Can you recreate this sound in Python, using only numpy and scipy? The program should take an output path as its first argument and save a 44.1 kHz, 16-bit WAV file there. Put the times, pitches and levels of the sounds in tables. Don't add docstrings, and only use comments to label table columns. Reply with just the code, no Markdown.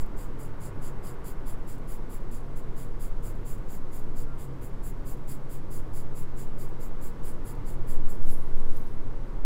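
import sys
import numpy as np
from scipy import signal
from scipy.fft import rfft, irfft
from scipy.io import wavfile
from scipy.ndimage import uniform_filter1d

SR = 44100
rng = np.random.default_rng(int(sys.argv[2]) if len(sys.argv) > 2 else 0)


def transcribe(signal):
    frames = np.atleast_2d(signal).T
    limited = np.clip(frames, -1, 1)
    pcm = np.round(limited * 32767).astype(np.int16)
    wavfile.write(sys.argv[1], SR, pcm)


def volts(x):
    e = np.asarray(x, float) / 20
    return 10 ** e


N = 416742

# start in seconds, length in seconds, peak rub in dB, place of
# the peak as a share 0-1, lean to the low modes in dB.
STROKES = [ (-.06, 0.11, -52, .45, 2), (0.162, 0.12, -52.5, .37, 3), (0.385, 0.11, -52.5, 0.3, 1.5),
           (0.597, 0.11, -50.5, .42, 2.5), (0.81, .109, -50.5, 0.4, 3), (1.027, .11, -49.5, 0.38, 2),
           (1.237, 0.1, -48.5, 0.42, 0.5), (1.456, 0.1, -50.5, .35, 1), (1.669, .107, -51.5, 0.31, 2),
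           (1.873, .113, -51, 0.37, 0), (2.09, 0.1, -51.5, 0.41, -1), (2.31, .101, -52.5, 0.29, 1),
           (2.559, 0.064, -54.5, 0.25, 1.5), (2.755, 0.12, -51.5, 0.39, 1.5),
           (2.993, 0.11, -49.5, 0.35, 1), (3.223, .11, -50, 0.38, 1), (3.446, 0.13, -50.5, 0.38, 0.5),
           (3.675, 0.12, -51.5, .43, 2), (3.916, 0.12, -52.5, 0.31, 0), (4.151, .104, -51.5, 0.39, 2),
           (4.377, .105, -52, 0.34, 2), (4.612, .09, -53, 0.34, -0.5), (4.826, 0.1, -50, 0.39, -1.5),
               (5.047, .11, -49.5, .42, -0.5), (5.27, 0.11, -49, 0.39, 0), (5.493, 0.11, -51.5, 0.32, 0.5),
               (5.704, .117, -49, 0.34, 0), (5.928, .11, -50, 0.38, 0.5), (6.142, 0.11, -50.5, 0.39, 0),
               (6.356, 0.11, -50, 0.41, 2), (6.575, 0.11, -52, .36, 1), (6.79, 0.11, -53.5, 0.4, 1),
               (7.007, 0.11, -51, 0.39, 0), (7.222, 0.11, -49.5, .48, 1), (7.439, 0.1, -50.5, 0.46, 0.5),
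               (7.655, 0.11, -53, 0.33, 2), (7.864, 0.11, -51, 0.42, 0), (8.078, 0.081, -52.5, 0.34, -1.5),
               (8.252, 0.11, -52.5, 0.46, -2.5)]
# time in seconds, peak in dB.
TICKS = [(0.059, -55), (1.1394, -57), (1.5694, -61), (1.7804, -53), (2.204, -60), (2.404, -61),
         (3.3494, -60), (3.5794, -55), (4.0394, -60), (5.1694, -58), (6.472, -58), (6.6882, -52),
         (7.3394, -54), (7.5497, -54)]
# frequency in Hz, width in Hz, level in dB.
PENCIL_MODES = [(2120, 360, -20.5), (3180, 460, -12.5), (4813, 414, -11.5), (5890, 240, -19),
                (6950, 390, -6.5), (7536, 255, -2.5), (8250, 550, -9), (9780, 850, -11), (10416, 443, 0),
                (11800, 480, -10.5), (12500, 330, -8.5), (13400, 350, -9.5), (14150, 220, 0.5),
                (14900, 400, -9.5), (15800, 470, -8)]
# frequency in Hz, level in dB per Hz.
PAPER_SPECTRUM = [(1500, 11), (3000, 2.5), (5400, -11), (9000, -6), (15500, -5)]
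# frequency in Hz, width in Hz, rms level in dB.
HAND_SKIM = (13700, 170, -87)
# frequency in Hz, width in Hz, level in dB, link 0-2.
TRINKET_MODES = [(9465, 36, -2, 0), (5500, 180, -10, 1), (10780, 30, 0, 1), (11680, 28, -2, 1),
                 (13200, 40, -2, 2), (11050, 35, -10, 2), (14000, 45, 0, 2)]
# time in seconds, low, middle and high link in dB.
JOLTS = [
    (8.14, -78, -80, -80),
    (8.315, -58, -63, -61),
    (8.448, -75, -80, -79),
    (8.572, -72, -79, -80),
    (8.765, -70, -80, -66),
    (8.876, -83, -80, -85),
]
# frequency in Hz, level in dB per Hz.
SLEEVE_SPECTRUM = [(1760, -40), (3000, -10), (8300, -10), (9280, -6.5), (12200, -11), (13700, -9),
                   (15700, -13)]
# time in seconds, rustle in dB.
RUSTLE = [(8.14, -70), (8.2, -80), (8.26, -69), (8.42, -77), (8.66, -74), (8.772, -66.5), (8.83, -75),
          (8.876, -73), (9.05, -87)]
# time in seconds, peak in dB.
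SNAPS = [
    (8.2267, -41),
    (8.5994, -50),
    (8.764, -46),
    (8.8694, -56),
]
# time in seconds, ventilation in dB, extra mid hiss in dB.
VENTILATION = [(0.1, -45.5, -6), (1.21, -45.5, -5), (1.77, -45.5, -7.5), (5.3, -46, -8), (7.78, -44.5, -8),
               (9.35, -45.5, -8)]
# frequency in Hz, level in dB per Hz.
AIR_SPECTRUM = [(16, -51), (28, -8.5), (42, -12.5), (75, -22.5), (150, -21.5), (400, -24.5), (520, -29.5),
                (720, -34.5), (1150, -35.5), (2250, -48.5), (2450, -50.5), (5500, -60.5), (10500, -65.5),
                (12000, -66.5), (16000, -70)]
# frequency in Hz, width in Hz, rms level in dB.
DUCT_MODES = [(44.2, 16, -51), (170.9, 9.2, -57.5), (284.1, 19, -60.5), (363.6, 8.7, -64.5),
              (480.7, 14.7, -61), (556, 24, -69.5), (892, 73, -65), (968, 23, -68), (1105, 68, -66.5),
              (1471, 15, -72.5), (2104, 180, -73.5), (10600, 130, -89)]
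# frequency in Hz, wander in Hz, level in dB, motor 0-1.
MOTOR_TONES = [(92.6, 1.37, -3.5, 0), (100.6, 0.27, -6.5, 0), (129.47, 1.575, -1.5, 1), (136.5, 1.6, -8, 1)]
# time in seconds, low motor in dB, high motor in dB.
MOTOR_LOAD = [(.1, -50, -54), (.61, -44.5, -45.5), (1.13, -49.5, -44.5), (1.3, -48.5, -51.5),
              (2.7, -52.5, -47.5), (3.22, -44, -50), (3.58, -49, -44), (3.73, -55, -64), (3.9, -50.5, -47),
              (4.3, -50, -45.5), (5.12, -44.5, -45), (5.36, -55.5, -44.5), (5.85, -44, -47.5),
              (6.3, -51, -47), (7.15, -52.5, -45.5), (7.55, -43, -49.5), (8.0, -49.5, -49.5),
              (9.35, -45.5, -50.5)]
# start in seconds, frequency in Hz, length in seconds, level in dB.
CREAKS = [
    (4.255, 1390, .12, -60),
    (7.46, 900, .18, -59),
    (9.05, 560, .35, -62),
]
# frequency in Hz, width in Hz, level in dB.
AIR_MODES = [(1.51, 4.04, -34.5), (10.74, 10, -34.5), (22.58, 1.68, -35)]
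# time in seconds, level in dB.
SWAY_LEVEL = [(.1, -30.5), (.9, -24), (1.28, -32), (1.54, -23.5), (1.8, -28), (3.1, -21), (3.22, -28.5),
              (4.27, -21), (4.5, -30.5), (5.9, -20.5), (7.25, -20.5), (7.62, -25), (8.21, -6.5), (8.5, -16),
              (8.7, -10), (8.91, -22), (9.12, -16), (9.3, -37)]
# time in seconds, half width in seconds, height.
BUMPS = [
    (0, 0.2, 0.073),
    (9.47, 0.078, 0.19),
]


def pencil():
    force, lean_db = strokes()
    force = uniform_filter1d(force, int(.007 * SR))
    keep = np.exp(-1 / (0.088 * SR))
    force += volts(-19) * signal.lfilter([1 - keep], [1, -keep], force)
    touches = volts(-3) * swells(TICKS, decay_s=.005)
    force += uniform_filter1d(touches, int(.006 * SR))

    patches = volts(0.65 * drift(54))
    rub = force * grains(per_s=9000, spread_db=1.5) * patches
    body = 0
    for k, (hz, width_hz, db) in enumerate(PENCIL_MODES):
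        tilt = .5 if hz < 9000 else -.5
        lean = volts(uniform_filter1d(lean_db, 500) * tilt)
        ring = resonance(rub * lean, hz, 2.0 * width_hz)
        ring = resonance(ring, hz, 2.0 * width_hz)
        wavering = volts(db + 0.77 * drift(29) + 1.24 * drift(1.6))
        body = body + (-1) ** k * wavering * ring
    sheet = volts(-13.5) * coloured(rub, PAPER_SPECTRUM)

    on_sheet = np.arange(N) < 8.2 * SR
    skim = narrow_noise([HAND_SKIM]) * volts(1.5 * drift(6)) * on_sheet
    return skim + volts(9.0) * body + sheet


def strokes():
    land_s, lift_s = 0.0043, 0.0075
    t, force, lean_db = np.arange(N) / SR, np.full(N, 1e-9), np.zeros(N)
    for s, length_s, db, peak, lean in STROKES:
        first = max(int((s - land_s) * SR), 0)
        on = slice(first, int((s + length_s + lift_s) * SR))
        done = np.clip((t[on] - s + land_s) / (length_s + land_s + lift_s), 0, 1)
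        bend = np.log(.5) / np.log(np.clip(peak, .1, .9))
        speed = np.sin(np.pi * done ** bend)
        force[on] += volts(db) * np.abs(speed) ** 1.8
        lean_db[on] = lean
    return force, lean_db


def leaving_hand():
    link_db = jolts()
    jingle = 0
    for hz, width_hz, db, link in TRINKET_MODES:
        shake = np.maximum(volts(link_db[int(link)]) - volts(-98), 0)
        shaken = grains(per_s=800, spread_db=1.5) * shake
        ring = resonance(shaken, hz, width_hz) / np.sqrt(np.pi * abs(width_hz) / SR)
        jingle = jingle + volts(db) * ring

    rustle_db, = in_time(RUSTLE, outside=-200)
    cloth = rms_one(coloured(grains(per_s=9800, spread_db=2.5), SLEEVE_SPECTRUM))
    snaps = uniform_filter1d(volts(-11) * swells(SNAPS, decay_s=.004), 90)
    return volts(4.5) * jingle + (volts(rustle_db + 5.5) + snaps) * cloth


def jolts():
    rise_db_per_s, fall_db_per_s = 600, 170
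    t, level_db = np.arange(N) / SR, np.full((3, N), -200.)
    for s, *link_db in JOLTS:
        slope_db = np.where(t < s, rise_db_per_s * (t - s), fall_db_per_s * (s - t))
        level_db = np.maximum(level_db, np.array(link_db)[:, None] + slope_db)
    return level_db


def ventilation():
    vent_db, mid_db = in_time(VENTILATION)
    hiss = rms_one(coloured(rng.standard_normal(N), AIR_SPECTRUM))
    air = volts(-41.5) * hiss + narrow_noise(DUCT_MODES)
    mid = signal.sosfilt(signal.butter(1, [700, 2800], "band", fs=SR, output="sos"), air)
    extra_mid = (volts(mid_db - mid_db.mean()) - 1) * mid
    swell = volts(vent_db - vent_db.mean()) * (air + extra_mid)
    steady = signal.sosfilt(signal.butter(2, 4000, "high", fs=SR, output="sos"), air - swell)
    return swell + steady


def motors():
    load_db, out = in_time(MOTOR_LOAD), 0
    for hz, wander_hz, db, motor in MOTOR_TONES:
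        phase = 2 * np.pi * np.cumsum(hz + wander_hz * drift(2.445)) / SR
        level = volts(db + load_db[int(motor > .5)] + 2.8 * drift(4.0))
        out = out + level * np.sqrt(2) * np.sin(phase)
    return out


def creaks():
    out = np.zeros(N)
    for s, hz, length_s, db in CREAKS:
        t = np.arange(int(length_s * SR)) / SR
        unsteady = np.cumsum(rng.normal(0, .018, len(t)))
        creak = np.sin(2 * np.pi * hz * t * (1 - .08 * t) + unsteady)
        out[int(s * SR):][:len(t)] += volts(db + 6) * np.sin(np.pi * t / length_s) * creak
    return out


def sway():
    t = np.arange(N) / SR
    mode = np.sqrt(2) * np.sin(2 * np.pi * np.cumsum(8.7 + 0.896 * drift(0.773)) / SR)
    loose = rms_one(narrow_noise(AIR_MODES[:2]))
    moving = volts(in_time(SWAY_LEVEL)[0]) * (volts(-2.0) * mode + volts(-6.5) * loose)
    moving = .5 * np.tanh(moving / .5)
    low = signal.sosfiltfilt(signal.butter(4, 17, fs=SR, output="sos"), moving)
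    out = low + narrow_noise(AIR_MODES[2:])
    for s, half_s, height in BUMPS:
        out += height * np.exp(-((t - s) / half_s) ** 2)
    return out


def grains(per_s, spread_db):
    sizes = volts(spread_db * np.minimum(rng.exponential(1, N), 5)) * rng.choice([-1, 1], N)
    return rms_one(sizes * (rng.random(N) < per_s / SR))


def swells(events, decay_s):
    starts = np.full(N, 1e-18)
    starts[[round(s * SR) for s, db in events]] = volts(np.array(events)[:, 1])
    return signal.lfilter([1], [1, -np.exp(-1 / (decay_s * SR))], starts)


def resonance(x, hz, width_hz):
    r = np.exp(-np.pi * abs(width_hz) / SR)
    poles = [1, -2 * r * np.cos(2 * np.pi * hz / SR), r * r]
    return signal.lfilter([(1 - r * r) / 2, 0, (r * r - 1) / 2], poles, x)


def narrow_noise(modes):
    out = 0
    for hz, width_hz, db in modes:
        white = rng.standard_normal(N + SR)
        band = resonance(resonance(white, hz, width_hz), hz, width_hz)
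        out = out + volts(db) * rms_one(band[SR:])
    return out


def coloured(x, spectrum):
    hz = np.maximum(np.fft.rfftfreq(len(x), 1 / SR), 1)
    points = np.array(spectrum)
    gain_db = np.interp(np.log(hz), np.log(points[:, 0]), points[:, 1])
    return irfft(rfft(x) * volts(gain_db), len(x))


def drift(rate):
    r = np.exp(-80 * np.pi * rate / SR)
    slow = signal.lfilter([1], [1, -2 * r, r * r], rng.standard_normal(N // 40 + 2002))[2000:]
    return np.interp(np.arange(N) / 40, np.arange(len(slow)), rms_one(slow))


def in_time(rows, outside=None):
    s, *columns = np.transpose(rows)
    return [np.interp(np.arange(N) / SR, s, c, outside, outside) for c in columns]


def rms_one(x):
    return x / np.sqrt(np.mean(x ** 2) + 1e-20)


def scene():
    room = ventilation() + motors() + creaks()
    return (pencil() + leaving_hand() + room + sway())[None]


def top_cut(x):
    return signal.sosfilt(signal.butter(12, 15980, fs=SR, output="sos"), x)


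def record(dry):
    steep = signal.ellip(12, .5, 70, 15760, fs=SR, output="sos")
    mix = signal.sosfilt(steep, dry)
    return top_cut(mix)


dry = scene()
out = record(dry)
transcribe(out)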